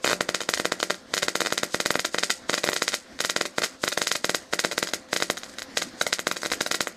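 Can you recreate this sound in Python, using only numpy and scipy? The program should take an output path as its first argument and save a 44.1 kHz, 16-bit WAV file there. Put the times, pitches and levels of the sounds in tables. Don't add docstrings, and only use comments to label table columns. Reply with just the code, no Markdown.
import sys
import numpy as np
from scipy import signal
from scipy.fft import rfft, irfft, next_fast_len
from scipy.io import wavfile
from scipy.ndimage import uniform_filter1d

SR = 44100
rng = np.random.default_rng(int(sys.argv[2]) if len(sys.argv) > 2 else 0)


def convert_level_to_amplitude(level_db):
    exponent = np.asarray(level_db, float) / 20
    return 10 ** exponent


def digitize_waveform(pressure):
    field = np.atleast_2d(pressure).T
    bounded = np.clip(field, -1, 1)
    quanta = np.round(bounded * 32767).astype(np.int16)
    wavfile.write(sys.argv[1], SR, quanta)


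N = 306936

SNAP_DB_PER_SHARE = 5.5


def evened(x):
    return x / np.sqrt(np.mean(x ** 2) + 1e-20)


def read(points, hz):
    f, value = np.transpose(points)
    return np.interp(np.log(hz + 1), np.log(f + 1), value)


def coloured(x, points):
    size = next_fast_len(len(x) + 4096)
    gain = convert_level_to_amplitude(read(points, np.fft.rfftfreq(size, 1 / SR)))
    return irfft(rfft(x, size) * gain, size)[:len(x)]


def impulses(s, size):
    at = s.ravel()[:, None] * SR
    near = np.floor(at) + np.arange(-7, 9)
    kernel = np.sinc(near - at) * np.cos(np.pi * (near - at) / 16) ** 2
    heights = size.ravel()[:, None] * kernel
    return np.bincount(near.astype(int).ravel(), heights.ravel(), N + SR)[:N]


def patchy(x):
    patch_db = 2
    z = signal.stft(x, nperseg=512)[2]
    field = uniform_filter1d(rng.standard_normal(z.shape), size=6, axis=0)
    field = evened(uniform_filter1d(field, size=8, axis=1))
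    return evened(signal.istft(z * convert_level_to_amplitude(patch_db * field), nperseg=512)[1][:N])


def hum():
    # pitch_hz, level_db (per Hz)
    wash_spectrum = [(30, -19), (70, -10), (150, -14), (255, 1), (330, -5), (420, -10), (650, -7),
                     (900, -14), (1900, -11), (2600, -20), (4500, -16), (7000, -24), (10000, -34),
                     (15000, -43), (15400, -75)]
    # time_s, lift_db
    wash_lift = [
        (0, 2),
        (1, 0),
        (3.1, 0),
        (4.45, -1.5),
        (5.05, 0.5),
        (5.7, 3),
        (6.96, 1.5),
    ]
    wash_db, whine_hz, whine_db = -49.5, 520, -56.5
    t = np.arange(N) / SR
    slow = uniform_filter1d(rng.standard_normal((2, N)), 2500)
    waver, wobble = evened(uniform_filter1d(slow, 2500))
    wash = convert_level_to_amplitude(wash_db + 1.95 * waver) * patchy(coloured(rng.standard_normal(N), wash_spectrum))
    turn = 2 * np.pi * np.cumsum(whine_hz + 1.75 * waver) / SR
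    whine = convert_level_to_amplitude(whine_db + 1.5 * wobble) * (np.sin(turn) + .3 * np.sin(2 * turn))
    return convert_level_to_amplitude(np.interp(t, *np.transpose(wash_lift))) * (wash + whine)


def arc_cycle():
    # strike_s, crack_db, rebound_share (above 0 the gas snaps back)
    full_strikes = [(0.0452, -6.4, 0.42), (0.0456, -9.8, 0.06), (0.0459, -3.5, -0.33),
                    (0.0614, -8.2, -0.12), (0.0695, -13.0, -0.29), (0.0768, -3.3, -0.0),
                    (0.0912, -8.2, 0.09), (0.0986, -6.6, -0.11), (0.1095, -11.8, -0.28),
                    (0.1143, -5.1, -0.16), (0.1207, -11.2, -0.11), (0.1313, -2.9, -0.17),
                    (0.2087, -0.4, -0.15), (0.2908, -2.4, -0.14), (0.3468, -0.2, 0.12),
                    (0.4905, -0.5, -0.11), (0.538, -0.6, 0.27), (0.5992, -3.1, -0.21),
                    (0.6545, -1.0, -0.18), (0.7212, -1.7, -0.16), (0.8294, -0.7, -0.09),
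                    (0.906, -1.3, -0.1), (1.1393, -0.8, 0.1), (1.1683, -8.9, -0.02), (1.179, -2.3, 0.19),
                    (1.2247, -6.9, 0.09), (1.23, -2.0, 0.16), (1.2318, -9.6, -0.36), (1.2836, -0.9, -0.01),
                    (1.3552, -0.9, -0.14), (1.4057, -1.7, -0.04), (1.4181, -4.6, -0.13),
                    (1.4617, -4.6, 0.14), (1.4708, -6.6, -0.1), (1.5246, -1.4, -0.17),
                    (1.5789, -0.8, 0.18), (1.6334, -0.8, -0.12), (1.7454, -1.8, -0.21),
                    (1.8029, -1.2, -0.01), (1.8601, -0.5, 0.01), (1.9062, -0.7, -0.12),
                    (1.9556, -3.7, -0.38), (1.9946, -3.9, 0.18), (2.0511, -2.3, 0.16),
                    (2.1458, -4.4, -0.34), (2.1847, -1.8, 0.16), (2.2346, -1.1, 0.17), (2.3037, -0.9, 0.3),
                    (2.4964, -1.8, -0.13), (2.5346, -7.5, -0.02), (2.5413, -1.5, 0.2),
                    (2.5793, -8.7, -0.01), (2.5829, -8.1, 0.05), (2.6413, -1.9, -0.18),
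                    (2.6752, -13.2, -0.27), (2.6758, -13.4, -0.48),
                    (2.6895, -2.2, -0.32), (2.7322, -4.1, 0.05), (2.7643, -2.8, 0.18), (2.8215, -0.7, 0.01),
                    (2.8802, -0.2, 0.23), (2.9417, -2.8, 0.27), (3.2054, -0.9, 0.07), (3.2489, -1.7, 0.04),
                    (3.2982, -0.5, 0.19), (3.3637, -0.2, 0.01), (3.4119, -1.4, -0.01),
                    (3.5834, -1.9, -0.24), (3.6355, -4.2, 0.19), (3.6399, -3.3, 0.16), (3.6446, -6.6, 0.17),
                    (3.8387, -2.1, -0.2), (3.879, -1.8, 0.15), (3.9763, -2.4, -0.25), (4.0175, -0.8, 0.03),
                    (4.0714, -0.8, 0.21), (4.116, -0.5, 0.27), (4.1569, -5.8, 0.12), (4.2451, -0.9, -0.05),
                    (4.2953, -0.6, -0.09), (4.3472, -0.8, 0.01), (4.5353, -1.4, -0.18),
                    (4.5926, -0.9, 0.25), (4.6485, -0.9, -0.16), (4.7801, -0.6, -0.02),
                    (4.8285, -1.0, -0.05), (4.9363, -1.5, -0.01), (5.1309, -1.3, -0.12),
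                    (5.1641, -2.3, 0.15), (5.224, -0.9, 0.02), (5.301, -0.7, -0.13), (5.7728, 0.7, 0.13),
                    (5.8221, -5.8, 0.05), (6.0129, -5.8, 0.1), (6.0142, -2.9, -0.15), (6.0668, -8.1, -0.12),
                    (6.0682, -9.4, -0.3), (6.1289, 0.3, 0.33), (6.193, -7.6, -0.03), (6.2703, -0.7, -0.13),
                    (6.3144, -6.8, -0.34), (6.4328, -9.3, -0.19), (6.4604, -6.8, -0.03),
                    (6.5174, -5.8, 0.04), (6.5213, -4.2, 0.05), (6.5356, -9.5, 0.07), (6.6104, -1.8, -0.04),
                    (6.7141, -1.0, 0.08), (6.7446, -10.9, 0.12), (6.7473, -3.8, 0.09), (6.8073, -0.7, 0.05),
                    (6.8721, -8.5, -0.31)]
    # strike_s, crack_db
    brief_touches = [(0.0688, -13), (0.1076, -11), (0.4062, -12), (0.4075, -14), (0.4163, -14),
                     (0.4166, -15), (0.4345, -17), (0.5755, -11), (0.5953, -20), (0.6484, -15),
                     (0.8019, -14), (0.8023, -15), (0.901, -12), (1.2251, -18), (1.2263, -15),
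                     (1.4511, -12), (1.5055, -22), (1.8549, -16), (1.8634, -16), (1.9425, -16),
                     (2.0481, -10), (2.2295, -12), (2.2991, -11), (2.5311, -10), (2.6348, -15),
                     (2.6395, -14), (2.6633, -13), (2.6683, -14), (2.7182, -18), (2.7185, -19),
                     (2.7192, -20), (2.7301, -21), (2.9207, -18),
                     (2.9329, -12), (2.9367, -11), (3.2413, -13), (3.4547, -11), (3.4595, -15), (3.46, -14),
                    (3.6195, -12), (3.6209, -12), (3.6211, -16), (3.6321, -16), (3.661, -15), (3.8422, -16),
                    (3.8714, -16), (3.9196, -15), (3.9249, -15), (3.9285, -13), (3.9752, -12),
                    (4.1537, -10), (4.4204, -32), (4.5282, -17), (4.6403, -12), (4.6425, -14),
                    (4.7142, -15), (4.7211, -14), (4.7231, -13), (4.7296, -16), (5.203, -11), (5.2172, -17),
                    (5.3746, -23), (5.377, -17), (5.4633, -29), (5.4958, -30), (5.5387, -31), (5.5932, -18),
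                    (5.818, -16), (6.1011, -31), (6.3136, -13), (6.3625, -18), (6.3682, -12), (6.4196, -19),
                    (6.4483, -15), (6.6069, -15), (6.6635, -13), (6.6648, -16), (6.665, -13), (6.7104, -18)]
    # touch_s, pop_db
    short_pops = [(0.0426, -12), (0.0454, -8), (0.0611, -9), (0.0681, -11), (0.0694, -10), (0.0753, -8),
                  (0.0899, -10), (0.0964, -7), (0.1066, -8), (0.114, -11), (0.1149, -13), (0.1205, -13),
                  (0.1304, -9), (0.1319, -12), (0.2063, -13), (0.2871, -14), (0.3443, -13), (0.4049, -14),
                  (0.4071, -13), (0.4152, -14), (0.4161, -15), (0.46, -30), (0.4877, -15), (0.5345, -15),
                  (0.5732, -14), (0.5763, -10), (0.5979, -16), (0.6476, -14), (0.6514, -15), (0.7179, -13),
                  (0.8015, -18), (0.8017, -19), (0.8024, -8), (0.8279, -14), (0.8993, -13), (0.902, -12),
                  (0.9443, -15), (1.136, -14), (1.1675, -12), (1.1755, -11), (1.2202, -22), (1.2217, -14),
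                  (1.2288, -13), (1.2819, -15), (1.3521, -13), (1.4026, -15), (1.4175, -12), (1.4493, -16),
                  (1.4524, -19), (1.4599, -12),
                  (1.4705, -13), (1.5042, -14), (1.5221, -14), (1.5757, -14), (1.6309, -13), (1.7425, -13),
                (1.8003, -13), (1.8543, -12), (1.8579, -13), (1.9035, -13), (1.942, -14), (1.9534, -13),
                (1.9911, -14), (2.0457, -13), (2.0491, -9), (2.1431, -13), (2.1817, -12), (2.2285, -12),
                (2.231, -13), (2.2975, -13), (2.302, -11), (2.3055, -5), (2.3107, -16), (2.4928, -13),
                (2.5299, -13), (2.5323, -10), (2.5408, -11), (2.5774, -12), (2.5807, -10), (2.6285, -29),
                (2.6347, -13), (2.6386, -14), (2.6407, -8), (2.6678, -12), (2.6751, -10), (2.6889, -9),
                (2.718, -17), (2.7197, -21), (2.7309, -13), (2.761, -12), (2.8183, -14), (2.8772, -15),
                (2.9206, -16), (2.9284, -15), (2.9311, -16), (2.9347, -14), (2.9411, -15), (3.1905, -13),
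                (3.2025, -12),
                  (3.2395, -14), (3.2418, -21), (3.2465, -12), (3.2943, -12), (3.3614, -13), (3.4087, -13),
                (3.4534, -14), (3.4553, -11), (3.5808, -14), (3.6182, -13), (3.6201, -10), (3.6331, -16),
                (3.6394, -14), (3.6482, -16), (3.8345, -11), (3.8664, -18), (3.8758, -11), (3.919, -12),
                (3.924, -10), (3.9275, -9), (3.9732, -13), (3.9756, -10), (4.014, -13), (4.0657, -23),
                (4.0686, -14), (4.1127, -13), (4.1516, -14), (4.1543, -9), (4.2425, -15), (4.2925, -13),
                (4.3443, -15), (4.5274, -13), (4.5317, -12), (4.5897, -14), (4.6393, -13), (4.6419, -13),
                (4.6464, -12), (4.7134, -13), (4.7149, -12), (4.7153, -16), (4.7205, -13), (4.7773, -12),
                (4.8258, -13), (4.8724, -13), (4.873, -12), (4.8742, -15), (4.8878, -21), (4.888, -13),
                (4.891, -15), (4.9347, -13),
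                  (5.1288, -13), (5.1613, -12), (5.2018, -12), (5.2204, -17), (5.299, -14), (5.371, -12),
                (5.3766, -13), (5.4341, -12), (5.5853, -10), (5.6204, -10), (5.77, -9), (5.8176, -12),
                (5.82, -11), (5.889, -29), (6.0113, -12), (6.0133, -8), (6.0146, -14), (6.0657, -10),
                (6.0676, -7), (6.1253, -13), (6.1857, -14), (6.1928, -14), (6.2683, -14), (6.3122, -15),
                (6.3143, -11), (6.3635, -21), (6.3668, -15), (6.4325, -13), (6.4528, -11), (6.4533, -9),
                (6.502, -13), (6.5168, -11), (6.521, -11), (6.5354, -11), (6.6065, -11), (6.6089, -9),
                (6.6626, -11), (6.6644, -9), (6.7123, -12), (6.7434, -11), (6.744, -10), (6.8049, -13),
                (6.8719, -14)]
    pop_trim_db = -2.1
    weak = brief_touches
    rebound = 0.0028 + 0.15 * rng.standard_normal(len(weak))
    strikes = [tuple(row) for row in full_strikes]
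    strikes = strikes + [(s, db, share) for (s, db), share in zip(weak, rebound)]
    shorts = [(s, db + pop_trim_db) for s, db in short_pops]
    return strikes, shorts


def sizzle(strikes, shorts):
    # touch_s, rise_db_per_ms, final_db
    swells = [(.0426, 1, -37), (.8015, .8, -40), (1.136, 1.8, -39), (1.7425, .35, -34), (2.1431, .7, -34),
              (2.4928, 1.5, -33), (3.5808, 1, -36), (3.8345, .6, -33), (4.2425, 1.5, -37),
              (4.5274, 1.5, -37), (4.7773, .9, -37), (5.1288, 1.2, -33), (5.463, .3, -46), (5.499, .3, -45),
              (5.54, .3, -47), (5.77, .9, -37), (5.889, .4, -45), (6.0113, .4, -39), (6.1253, .4, -44),
              (6.2683, 1.5, -41), (6.4196, .9, -36), (6.6065, .9, -41)]
    # pitch_hz, width_hz, level_db
    hiss_resonances = [(4900, 700, 0), (6600, 600, 1), (8100, 700, 0)]
    flare_db, flare_t60_s = -34, 0.25
    approach_db, approach_t60_s = -54, 0.13
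    sputter_db = 4.5
    t = np.arange(N) / SR
    s, db, rebound = np.transpose(strikes)
    kick_db = db + flare_db + SNAP_DB_PER_SHARE * rebound + 2 * rng.standard_normal(len(s))
    kicks = np.bincount((s * SR).astype(int), convert_level_to_amplitude(kick_db) ** 2, N)
    flare = signal.lfilter([1], [1, -convert_level_to_amplitude(-2 * 60 / (flare_t60_s * SR))], kicks)

    touches = np.bincount((np.transpose(shorts)[0] * SR).astype(int), minlength=N) * convert_level_to_amplitude(2 * approach_db)
    approach = signal.lfilter([1], [1, -convert_level_to_amplitude(-2 * 60 / (approach_t60_s * SR))], touches[::-1])[::-1]
    swell = sum(convert_level_to_amplitude(2 * (end_db - 1000 * rise * abs(t - touch))) * (t < touch + .003)
                for touch, rise, end_db in swells)
    power = abs(uniform_filter1d(flare + approach, 200)) + swell
    sputter = np.tanh(evened(uniform_filter1d(rng.standard_normal(N), size=120)))
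    power = power * convert_level_to_amplitude(2 * sputter_db * sputter - sputter_db)

    band = signal.butter(2, (2600, 8300), "bandpass", fs=SR, output="sos")
    hiss = signal.sosfilt(band, coloured(rng.standard_normal(N), [(15000, 0), (15400, -40)]))
    hiss = hiss + sum(convert_level_to_amplitude(peak_db) * signal.lfilter(*signal.iirpeak(hz, hz / width, SR), hiss)
                      for hz, width, peak_db in hiss_resonances)
    return np.sqrt(power) * evened(hiss)


def pressure_steps(strikes, shorts, echoes):
    # tick_s, level_db
    ticks = [(1.5074, -22), (1.7411, -28), (2.4897, -27), (4.3838, -32), (4.5295, -16), (4.9139, -25),
             (5.0879, -33), (5.417, -31), (5.503, -37), (5.95, -40), (6.6725, -19)]
    short_rebound, rebound_ms = .24, .075
    echo_db = -0.66
    root_wander, root_wander_ms = .27, .012
    pushes = [(s, db, short_rebound) for s, db in shorts + ticks]
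    s, db, rebound = np.transpose(strikes + pushes)[..., None]
    size = convert_level_to_amplitude(db) * np.where(np.arange(len(s)) < len(strikes), -1, 1)[:, None]

    ms, gain, drift = np.transpose(echoes)
    late_wander, size_wander = rng.standard_normal((2, len(s), len(ms))) * (ms > .1)
    s = s + (ms + drift * s + root_wander_ms * late_wander) / 1000
    size = size * gain * (1 + root_wander * size_wander) * convert_level_to_amplitude(echo_db * (ms > 0))

    fade = np.exp(-1000 / (rebound_ms * SR))
    back = signal.lfilter([0, 0, 0, .62], [1, -fade], impulses(s, size * rebound))
    sharp = np.clip(.22 * rng.standard_normal((len(s), 1)), -.3, .5)
    edge = np.convolve(impulses(s, size * sharp), [-1, 2, -1], "same")
    return impulses(s, size * (1 - .5 * sharp)) + edge - back


def cracks(arc):
    # delay_ms, signed_gain, drift_ms_per_s
    close_echoes = [(-.06, .13, 0), (.075, -.11, 0), (.22, -.08, 0), (.35, -.43, 0), (.58, .07, 0),
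                    (.71, -.27, 0), (.84, -.2, .004), (.95, -.26, -.003), (1.11, -.2, 0),
                    (1.25, -.16, -.005), (1.33, .15, -.007), (1.41, -.12, -.008), (1.61, .28, -.008),
                    (1.75, -.23, -.011), (1.84, .17, -.009), (2.06, .2, -.007), (2.35, -.17, -.008),
                    (3.27, .12, .002), (3.37, -.05, 0)]
    # delay_ms, signed_gain, drift_ms_per_s
    far_returns = [(3.5, .06, 0), (4.95, .06, 0), (5.72, .11, -.004), (6.5, .08, .004), (8.3, .09, 0),
                   (8.7, .1, -.004), (10.4, -.09, -.004), (12.7, -.07, 0), (13.9, .08, 0), (14.6, .08, 0)]
    # pitch_hz, level_db
    return_cut = [(300, -18), (900, -4.5), (1800, -5.5)]
    # pitch_hz, level_db
    crack_spectrum = [(30, -9), (150, -.5), (700, -.7), (1300, -.3), (2000, -1.8), (4000, -5), (6000, -9),
                      (8000, -14.3), (11000, -26), (15000, -37), (16500, -52)]
    crack_db = .2
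    direct = (0.0008, 0.98, 0.0013)
    steps = pressure_steps(*arc, [direct] + close_echoes)
    steps = steps + coloured(pressure_steps(*arc, far_returns), return_cut)
    one = signal.unit_impulse(512, "mid")
    return convert_level_to_amplitude(crack_db) * coloured(steps, crack_spectrum) / coloured(one, crack_spectrum).max()


def plate_ring(t):
    # pitch_hz, level_db, t60_s
    modes = [(183, -2.5, 0.13), (333, 0.0, 0.12), (377, -1.8, 0.12), (492, -2, 0.12), (585, 1.0, 0.12),
             (1381, -3.7, 0.12), (1604, -3.7, 0.12), (1863, -5, 0.12), (1911, -1.7, 0.12), (1957, -1, 0.12),
             (2059, -5.1, 0.12), (3206, -7, 0.12), (3596, -4.7, 0.12), (3669, -5.6, 0.12),
             (4452, -4.0, 0.12), (4643, -6.3, 0.12), (4931, -6.3, 0.12), (5025, -7, 0.12),
             (5141, -5.8, 0.12), (5351, -6.1, 0.12), (5526, -3, 0.12), (6029, -6.1, 0.12), (6468, -6, 0.12),
             (6541, -6, 0.12), (6637, -0.2, 0.12), (6773, -3.6, 0.12), (6918, -5.9, 0.12), (7720, -6, 0.12),
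             (8420, -4, 0.12), (11800, -9, 0.12), (12150, -9, 0.12)]
    plate_db = -12.5
    damping_hz = 9700
    ring = sum(convert_level_to_amplitude(db - 60 * t / t60 * (0.5 + hz / damping_hz)) * np.cos(2 * np.pi * hz * t)
               for hz, db, t60 in modes)
    ring = ring * np.clip((t - .002) / 0.023, 0, 1)
    return convert_level_to_amplitude(plate_db) * ring / np.linalg.norm(ring)


def shop_tail(t):
    # pitch_hz, level_db
    tail_spectrum = [(50, -42), (150, -27), (280, -6), (550, -8.5), (1000, -16.5), (1800, -9), (3000, -1),
                     (5000, 3.5), (6700, 0.5), (9000, -1), (12000, -5), (15000, -14.5), (15400, -50)]
    # pitch_hz, t60_s
    tail_t60 = [(150, 0.11), (400, 0.39), (1000, 0.54), (2800, 0.084), (7000, 0.085), (13000, 0.074)]
    # delay_ms, spread_ms, lift_db
    walls = [
        (8.2, 1.2, 4.5),
        (14, 1.2, 3),
        (19.4, 1.2, 4),
        (29.3, 1.2, 3),
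        (33.5, 1, 3),
    ]
    shop_db = -2.5
    hz, frames, z = signal.stft(rng.standard_normal(len(t)), SR, nperseg=128)
    decay = convert_level_to_amplitude(-60 * frames / read(tail_t60, hz)[:, None])
    tail = signal.istft(z * decay, SR, nperseg=128)[1][:len(t)]
    swell_db = sum(db * np.exp(-((1000 * t - ms) / spread) ** 2 / 2) for ms, spread, db in walls)
    tail = coloured(tail, tail_spectrum) * convert_level_to_amplitude(swell_db) * np.clip((t - .0012) / 0.007, .12, 1)
    return convert_level_to_amplitude(shop_db) * tail / np.linalg.norm(tail)


def shop_paths():
    # pitch_hz, delay_ms, spread_ms, level_db
    panels = [
        (6680, 7.934, .81, -14.5),
        (1950, 8.575, .55, -19),
        (420, 7.8, .9, -22),
        (500, 19.9, .8, -22),
    ]
    t = np.arange(SR // 2) / SR
    ring, common = plate_ring(t), shop_tail(t)
    for hz, ms, spread, db in panels:
        burst = np.exp(-((1000 * t - ms) / spread) ** 2 / 2)
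        burst = burst * np.sin(2 * np.pi * hz * (t - ms / 1000))
        ring = ring + convert_level_to_amplitude(db) * burst / np.linalg.norm(burst)
    return [ring + 0.75 * common + 0.11 * shop_tail(t) for _ in range(2)]


def snap(strikes):
    # pitch_hz, level_db
    snap_spectrum = [(1500, -34), (3500, 0)]
    opening_db_per_s = 0.41
    s, db, rebound = np.transpose(strikes)
    extra = convert_level_to_amplitude(SNAP_DB_PER_SHARE * rebound + opening_db_per_s * (s - N / SR / 2)) - 1
    return coloured(impulses(s, -convert_level_to_amplitude(db) * extra), snap_spectrum)


def shop(arc, paths):
    steps = pressure_steps(*arc, [(0.0057, 0.9, 0.0005)]) + snap(arc[0])
    turn = np.pi / 2 * np.arange(N) / N
    start = signal.oaconvolve(steps * np.cos(turn) ** 2, paths[0])[:N]
    end = signal.oaconvolve(steps * np.sin(turn) ** 2, paths[1])[:N]
    return 1.547 * (start + end)


def scene():
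    arc = arc_cycle()
    paths = shop_paths()
    return (hum() + sizzle(*arc) + cracks(arc) + shop(arc, paths))[None]


def roll_off(x):
    return signal.sosfilt(signal.butter(12, 16480, fs=SR, output="sos"), x)


def record(dry):
    faded = dry * np.clip(0.96 + np.arange(N) / SR / 0.01, 0, 1)
    edge = signal.firwin(63, 15900, window=("kaiser", 5), fs=SR)[None]
    return roll_off(signal.oaconvolve(faded, edge, "same"))


dry = scene()
out = record(dry)
digitize_waveform(out)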